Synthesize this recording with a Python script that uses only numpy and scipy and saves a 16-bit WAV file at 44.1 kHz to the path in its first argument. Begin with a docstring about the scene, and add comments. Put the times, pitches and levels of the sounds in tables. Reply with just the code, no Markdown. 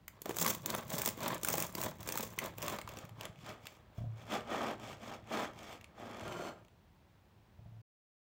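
"""In a quiet kitchen, a serrated knife saws a slice off a crusty loaf on a wooden board.
Brittle fracture of the crust gives cracks and crackle; stick-slip friction in the crumb and on the
board gives a rasp that dulls with depth. The blade's resonances change as it is drawn free.
The sawing and a few dull thumps excite low modes of counter and room. A faint hiss lies beneath,
and all sound is cut off shortly before the end."""
import sys
import numpy as np
from scipy import signal
from scipy.io import wavfile
from scipy.ndimage import uniform_filter1d

SR = 44100
rng = np.random.default_rng(int(sys.argv[2]) if len(sys.argv) > 2 else 0)


def store_wav(level_fs):
    """Save 16-bit WAV to argv[1]."""
    pcm = np.round(np.clip(np.atleast_2d(level_fs), -1, 1) * 32767)
    wavfile.write(sys.argv[1], SR, pcm.T.astype(np.int16))


N = 367749

# saw strokes: bite t/s, duration/s, rasp level/dB, crackle level/dB, swell over the stroke/dB
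STROKES = [(0.135, 0.028, -69.5, -80, 3), (0.312, 0.0083, -44.5, -52, -10.5),
           (0.404, 0.093, -37.5, -32.5, 3), (0.683, 0.11, -41.5, -48.5, 0),
           (0.918, 0.16, -41.5, -40.5, 0.5), (1.228, 0.1, -36, -42, 0.5), (1.477, 0.17, -42.5, -39, -2.5),
           (1.769, 0.095, -42.5, -44, 6.5), (1.975, 0.034, -58, -59, 13), (2.082, .16, -45, -43, -0.5),
           (2.32, .05, -60.5, -59, -9), (2.4, 0.056, -42, -49, 4.5), (2.626, 0.13, -41.5, -46, -0.5),
           (2.887, 0.15, -52, -59, -1), (3.197, 0.06, -50, -58, 3.5), (3.355, 0.064, -75, -68.5, 14),
           (3.467, 0.049, -46.5, -54.5, 2.5), (3.649, 0.12, -64.5, -61.5, -7),
           (3.985, 0.048, -64, -65.5, -8.5), (4.182, 0.046, -58, -62, 1.5), (4.321, 0.029, -35.5, -43.5, 4),
           (4.509, .2, -38, -50.5, -0.5), (4.83, 0.096, -48, -54.5, 0.5), (5.027, 0.11, -48, -55.5, 4.5),
           (5.334, 0.11, -36.5, -47, -3), (5.578, 0.16, -52.5, -57, 5), (5.999, 0.21, -48.5, -61, 1),
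           (6.236, .25, -44, -55, 2.5), (6.558, 0.036, -61, -77, 1.5)]
# path of the blade: t/s, depth (0 top crust, 1 board)
BLADE_DEPTH = [(0, 0.01), (2.4, 0.17), (2.9, 0.46), (3.4, 0.91), (3.9, 0.43), (4.3, 0.91)]
# single cracks of crust: t/s, snap level/dB (before filtering), knock level/dB, knock f/Hz
CRACKS = [(0.0802, -24.5, -37, 1800), (0.2184, -22, -42, 250), (0.2576, -26, -30.5, 604),
          (0.2933, -27, -26.5, 347), (0.3094, -34, -26, 345), (0.3676, -20.5, -32, 630),
          (0.386, -16.5, -38, 638), (0.4155, -16, -41, 640), (0.447, -21, -29.5, 1190),
          (0.4633, -13, -47.5, 608), (0.477, -30, -27.5, 1080), (0.5492, -24.5, -46, 471),
          (0.6404, -42, -42, 589), (0.6599, -14.5, -32, 304), (0.7022, -17.5, -34.5, 1150),
          (0.7492, -22, -23.5, 617), (0.9028, -24, -42, 627), (0.9577, -31, -46, 615),
          (0.9824, -17.5, -44.5, 250), (1.0181, -14, -36, 615), (1.0596, -10.5, -46.5, 650),
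          (1.076, -16, -45, 301), (1.0884, -15, -41.5, 490), (1.1767, -40, -33, 250),
          (1.205, -29, -40.5, 907), (1.2322, -30, -32, 799), (1.4331, -15.5, -32, 291),
          (1.4479, -14, -27.5, 1550), (1.4751, -25, -30, 608), (1.486, -11.5, -26.5, 1000),
          (1.5022, -22, -35, 626), (1.5394, -16.5, -24, 580), (1.5813, -18, -25, 350),
          (1.6028, -18, -42, 1020), (1.624, -17, -52, 583), (1.7515, -19.5, -35, 312),
          (1.8148, -20, -37, 570), (1.8282, -23, -34, 1020), (1.8362, -18.5, -35, 500),
          (2.0298, -31, -45, 1160), (2.0749, -28, -35, 353), (2.0892, -17.5, -33, 440),
          (2.123, -20.5, -39, 350), (2.1555, -24, -34, 910), (2.175, -14.5, -29, 1280),
          (2.2072, -20, -46, 455), (2.2306, -23, -32.5, 458), (2.388, -16.5, -24, 2030),
          (2.4397, -33, -54, 1050), (2.4598, -26, -42, 295), (2.5826, -28.5, -40, 385),
          (2.6194, -24, -61, 641), (2.6264, -21, -42, 587), (2.6811, -17.5, -31, 1120),
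          (2.6988, -24.5, -32, 611), (2.7868, -30.5, -29.5, 630), (2.8143, -31.5, -41, 2180),
          (2.8754, -39, -32.5, 980), (2.8903, -30.5, -52, 1150), (2.937, -38, -49, 546),
          (2.971, -31, -42, 336), (2.9874, -29.5, -46, 264), (3.052, -37, -65, 283),
          (3.0929, -40, -48.5, 814), (3.21, -27.5, -38, 619), (3.2323, -36, -43, 1070),
          (3.2537, -25.5, -40, 630), (3.463, -35, -53, 689), (3.4914, -36.5, -45, 832),
          (3.6556, -37, -43, 1150), (3.6689, -25.5, -61, 1820), (4.7983, -42, -48, 250),
          (5.5895, -41, -47, 350), (5.7277, -39, -59, 283), (5.8113, -42, -45, 2220),
          (5.8428, -37, -47, 2120), (5.9971, -47, -63, 571), (6.112, -44, -46, 266.5),
          (6.2098, -39, -43, 250), (6.279, -36, -52, 345), (6.6484, -53, -56, 250), (6.6827, -53, -60, 251)]
# friction spectra high in the loaf and down at the board: f/Hz, relative level/dB
RASP_TOP = [(71, -30), (120, -1.5), (210, -3), (418, -4.5), (1030, -4.5), (1390, -9.5), (1810, -8.5),
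            (2850, -16), (3440, -13), (5000, -24), (6500, -51), (11000, -120)]
RASP_BOARD = [(71, -64.5), (120, -14.5), (239, 0), (394, -3), (612, -2), (936, -6), (1240, -7),
              (1610, -11.5), (3210, -23), (4000, -26), (5200, -36), (8800, -120)]
# spectra of breaking crust and of steel scraping crumb and wood: f/Hz, relative level/dB
FRACTURE = [(1470, -11), (2500, -7), (4260, -9), (7190, 1.5), (8860, -7), (10300, -6), (11200, -12),
            (11600, -8), (12500, -8), (13800, 0.5), (15800, 3.5)]
SCRAPE = [(1500, -9), (2300, 4.5), (3400, 0.5), (4000, -6), (7500, -6), (9000, -15), (12000, -20),
          (15000, -11), (16000, -28)]
# modes of the loaf on its board and of the blade:
# f/Hz, width/Hz, lift in the crust/dB, lift at the board/dB, lift when drawn free/dB
LOAF_MODES = [(171, 17, 10, .1, 15.8), (226, 40, 8, 7, 1.7), (357, 50, 4, .1, 9.2),
              (621.5, 160, 5.5, 4, 8.2), (716, 47, -6.5, 2, .1), (786, 26, -9.5, 5.7, 7.1),
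              (1097, 280, 5, 1.3, 4.4), (1251, 82, -4, 6.8, 2.2), (1400, 66, -4, .1, 13),
              (1586, 66, 0, 4, 7), (1840, 92, -6.5, 6.4, 1)]
BLADE_MODES = [(2250, 190, -0.5, 4.3, 2), (3010, 110, -4.5, .1, 3.7), (3070, 100, -5.5, .1, 7.5),
               (3142, 70, -5, 6.9, 0.085), (3410, 230, 10, 7.6, 0.11), (4330, 90, -0.5, 5, 15),
               (4980, 250, 4.7, 4.6, 2.5), (5520, 170, 8.5, 8.1, 2.5), (6050, 70, 8, 4, 14),
               (6310, 93, 5, 6.2, 11), (6560, 44, 8.5, 8, 3), (7460, 170, 7, 3.3, 12),
               (8000, 60, 6.5, 1.5, 3), (8560, 160, 0.5, 2.6, 6.8), (9700, 150, 7.5, 7.5, 6.3),
               (10500, 170, 3.5, 1.5, 6.5), (11700, 160, 7, 2.8, 3.4), (13740, 300, 2.5, 3, 8),
               (15200, 50, 2.5, .1, 7)]
# dull thumps: t/s, relative level/dB
THUMPS = [(3.979, -34.5), (4.004, -34.5), (4.038, -36.5), (4.065, -41), (7.587, -46.5), (7.656, -44),
          (7.718, -49.5), (7.764, -52)]
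# low modes of counter and room: f/Hz, width/Hz, relative level/dB
BOOM_MODES = [(59.4, 12, -18.5), (111.65, 3.2, 0), (140, 8.2, -3.5), (170, 8.5, -7)]
# rumble of the sawing: t/s, level/dB
RUMBLE = [(0.2, -66), (0.52, -53), (3.3, -54.5), (3.8, -66.5), (4.15, -57.5), (5.7, -58), (5.91, -65),
          (6.3, -53.5), (6.71, -68), (7.8, -69.5)]
# spectrum of the kitchen air: f/Hz, relative level/dB
AIR_SPECTRUM = [(21, -47.5), (35, -8.5), (86, -3), (113, -12.5), (221, -12), (251, -19.5), (316, -16.5),
                (475, -20.5), (998, -21), (1190, -25.5), (3320, -32.5), (10800, -47.5), (15800, -42.5)]
# a thin high hiss in the air, and the microphone's resonance: f/Hz, width/Hz, lift/dB
HISS_PEAK = [(15450, 300, 8.5)]
MIC_PEAK = [(16600, 710, 10)]

IN_CRUST, AT_BOARD, DRAWN_FREE = 0, 1, 2  # lift columns of the mode tables


def rasp(level_db, depth, free):
    """Stick-slip friction: teeth tear the crumb and ring loaf, board and blade, duller with depth."""
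    coarse = bursts(per_s=150, spread_db=3.5, t60=0.043)
    fine = bursts(per_s=540, spread_db=-2.0, t60=0.03)
    friction = ((1 - depth) * coarse + depth * fine) * rng.standard_normal(N)
    top = colour(friction, RASP_TOP, modes_at(LOAF_MODES, IN_CRUST))
    bottom = held_or_free(friction, RASP_BOARD, free, LOAF_MODES + BLADE_MODES)
    return gain_of(level_db) * ((1 - depth) * top + depth * bottom)


def crackle(level_db, depth, free):
    """Forced vibration: fine fractures drive the blade's modes, giving way to scraping with depth."""
    fractures = bursts(per_s=170, spread_db=4.0, t60=0.024) * rng.standard_normal(N)
    scrape = bursts(per_s=600, spread_db=1.5, t60=0.03) * rng.standard_normal(N)
    top = colour(fractures, FRACTURE, modes_at(BLADE_MODES, IN_CRUST))
    bottom = held_or_free(scrape, SCRAPE, free, BLADE_MODES)
    return gain_of(level_db) * ((1 - depth) * top + depth * bottom)


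def stroke_levels():
    """Power addition: rasp and crackle levels in dB, each the sum of all strokes and a faint rub."""
    t = np.arange(N) / SR
    touching = (t > STROKES[0][0]) & (t < sum(STROKES[-1][:2]))
    rasp_power, crackle_power = (touching * gain_of(2 * rub_db) + 1e-12 for rub_db in (-65.5, -85.5))
    for bite, duration, rasp_db, crackle_db, swell_db in STROKES:
        early, late = np.maximum(bite - t, 0), np.maximum(t - bite - duration, 0)
        swell = swell_db * (np.clip((t - bite) / duration, 0, 1) - 0.5)
        rasp_power += gain_of(2 * (rasp_db + swell - 375 * early - 256 * late))  # slopes in dB/s
        crackle_power += gain_of(2 * (crackle_db + swell - 370 * early - 360 * late))
    return 10 * np.log10(rasp_power), 10 * np.log10(crackle_power)


def cracks(depth, rise_s=0.00067, ping_low_hz=3500, ping_high_hz=13940, ping_width_hz=500):
    """Brittle fracture: each crack is a snap, the ping of a flake and a damped knock in the loaf."""
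    t = np.arange(1500) / SR
    snaps, rings = np.zeros((2, N + len(t)))
    envelope = (gain_of(-60 * t / 0.006) + 1.5 * gain_of(-60 * t / 0.018)) * np.minimum(t / rise_s, 1)
    noises, flakes = rng.standard_normal((len(CRACKS), 2, len(t))), rng.random(len(CRACKS))
    for (start, snap_db, knock_db, hz), noise, flake in zip(CRACKS, noises, flakes):
        span = slice(round(start * SR), round(start * SR) + len(t))
        snap = noise[0] * envelope
        snaps[span] += gain_of(snap_db) * snap / abs(snap).max()
        pole = np.exp(-np.pi * (0.12 * hz + 170) / SR)  # damped within a few cycles
        push = noise[1] * gain_of(-60 * t / 0.025)
        knock = signal.lfilter([1, 0, -1], [1, -2 * pole * np.cos(2 * np.pi * hz / SR), pole ** 2], push)
        ping_hz = ping_low_hz * (ping_high_hz / ping_low_hz) ** flake
        ping = np.exp(-np.pi * ping_width_hz * t) * np.sin(2 * np.pi * ping_hz * t)
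        rings[span] += gain_of(knock_db) * knock / abs(knock).max() + gain_of(snap_db - 11) * ping
    dull = 0.81 * depth  # snaps deep in the cut lose treble
    return colour(snaps[:N] * (1 - dull), FRACTURE) + colour(snaps[:N] * dull, SCRAPE) + rings[:N]


def crumb_ticks(crackle_db, depth, t60=0.006):
    """Shot noise: loose crumbs snap at random, following the smoothed level of the crackle."""
    t = np.arange(600) / SR
    activity = gain_of(uniform_filter1d(crackle_db, SR // 5) - 6)
    snaps = activity * impulses(per_s=130, spread_db=7, max_spreads=3)
    ticks = signal.oaconvolve(snaps, gain_of(-60 * t / t60))[:N] * rng.standard_normal(N)
    return colour(ticks * (1 - depth), FRACTURE) + colour(ticks * depth, SCRAPE)


def boom(level_db, hand_damping_hz=6):
    """Modal resonance: counter and room ring low, shaken by the sawing and struck by rattling thumps."""
    t = np.arange(SR) / SR
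    jolts = bursts(per_s=74, spread_db=-0.5, t60=0.065) * rng.standard_normal(N)
    blows, shaken, struck = np.zeros((3, N))
    for start, db in THUMPS:
        blows[round(start * SR)] = gain_of(db)
    soft_blows = signal.oaconvolve(blows, np.hanning(260))[:N]
    for hz, width, db in BOOM_MODES:
        ring = gain_of(db) * np.exp(-np.pi * width * t) * np.sin(2 * np.pi * hz * t)
        held = ring * np.exp(-np.pi * hand_damping_hz * t)  # hands rest on loaf and board
        shaken += signal.oaconvolve(jolts, held * np.sqrt(width + hand_damping_hz))[:N]
        struck += signal.oaconvolve(soft_blows, ring)[:N]
    shaken /= np.sqrt(np.mean(shaken ** 2))
    rattle = rng.standard_normal(N) * signal.oaconvolve(blows, gain_of(-60 * t / 0.13))[:N]
    rattle = colour(rattle, [(100, -23), (200, 17), (400, -2), (700, 11.5), (900, -15), (4000, -57)])
    return gain_of(level_db) * shaken + gain_of(-42.5) * struck + gain_of(-16.5) * rattle


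def kitchen_reverb(x):
    """Reverberation: sparse reflections of random sign, with the treble absorbed first."""
    reflections = np.zeros(SR // 2)
    slots = np.arange(200, len(reflections) - 20, 20)
    reflections[slots + rng.integers(0, 20, len(slots))] = rng.choice([-1., 1.], len(slots))
    hz, t, spectra = signal.stft(reflections, SR, nperseg=256)
    t60 = np.interp(hz, [0, 2000, 16000], [0.4, 0.3, 0.15])[:, None]
    tail = signal.istft(spectra * gain_of(-60 * t / t60), SR, nperseg=256)[1]
    return signal.oaconvolve(x, tail / np.linalg.norm(tail))[:N]


def kitchen_air():
    """Stationary noise: a low murmur with a thin high hiss."""
    return gain_of(-65) * colour(rng.standard_normal(N), AIR_SPECTRUM, HISS_PEAK)


def gain_of(db):
    """Decibel law: the amplitude ratio for a level."""
    return 10 ** (np.asarray(db) / 20)


def curve(rows):
    """Linear interpolation of (t/s, value) rows at every sample."""
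    return np.interp(np.arange(N) / SR, *np.transpose(rows))


def impulses(per_s, spread_db, max_spreads):
    """Poisson process: impulses whose levels follow a capped exponential distribution."""
    sizes = gain_of(spread_db * np.minimum(rng.exponential(1, N), max_spreads))
    return sizes * (rng.random(N) < per_s / SR)


def bursts(per_s, spread_db, t60):
    """Exponential decay: an envelope of sudden random slips, each falling 60 dB in t60 seconds."""
    slips = impulses(per_s, spread_db, max_spreads=4)
    power = signal.lfilter([1], [1, -gain_of(-2 * 60 / (t60 * SR))], slips ** 2)
    local_mean = uniform_filter1d(power, SR // 12) + 1e-9 * power.mean()
    return np.sqrt(power / local_mean + 0.081)


def colour(x, spectrum, modes=()):
    """Minimum-phase filter of unit power gain: a smooth spectrum with resonant peaks and dips."""
    hz = abs(np.fft.fftfreq(8192, 1 / SR))
    corner_hz, corner_db = np.transpose(spectrum)
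    db = np.interp(np.log(hz + 1), np.log(corner_hz + 1), corner_db)
    db += sum(lift_db / (1 + (2 * (hz - centre) / width) ** 2) for centre, width, lift_db in modes)
    log_gain = np.log(gain_of(np.maximum(db, -100)))
    phase = -signal.hilbert(log_gain).imag
    taps = np.fft.ifft(np.exp(log_gain + 1j * phase)).real[:4096]
    return signal.oaconvolve(x, taps / np.linalg.norm(taps))[:N]


def modes_at(modes, place):
    """Modal weighting: each mode's lift for one place of the blade."""
    return [(hz, width, lifts_db[place]) for hz, width, *lifts_db in modes]


def held_or_free(drive, spectrum, free, modes):
    """Boundary conditions: other modes stand out once the loaf lets go of the blade."""
    held = colour(drive, spectrum, modes_at(modes, AT_BOARD))
    loose = colour(drive, spectrum, modes_at(modes, DRAWN_FREE))
    return (1 - free) * held + free * loose


def scene(release_at_s=6.2, release_s=0.13):
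    """Superposition of the knife, its reverberation, the boom and the air in one channel."""
    rasp_db, crackle_db = stroke_levels()
    depth = curve(BLADE_DEPTH)
    free = np.clip((np.arange(N) / SR - release_at_s) / release_s, 0, 1)
    knife = rasp(rasp_db, depth, free) + crackle(crackle_db, depth, free)
    knife += cracks(depth) + crumb_ticks(crackle_db, depth)
    air = kitchen_air()
    return (knife + gain_of(-12.5) * kitchen_reverb(knife) + boom(curve(RUMBLE)) + air)[None]


def record(dry, end_s=7.818, fade_s=0.0026, edge_hz=15900):
    """Frequency response: a small microphone thins deep bass and lifts the top; then fade and low-pass."""
    heard = colour(dry[0], [(20, -22), (50, 0.5), (16000, 0.5)], MIC_PEAK)[None]
    fade = np.clip((end_s - np.arange(N) / SR) / fade_s, 0, 1)
    low_pass = signal.firwin(511, edge_hz, window=("kaiser", 9), fs=SR)
    return signal.oaconvolve(heard * fade, low_pass[None], "same")


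dry = scene()
out = record(dry)
store_wav(out)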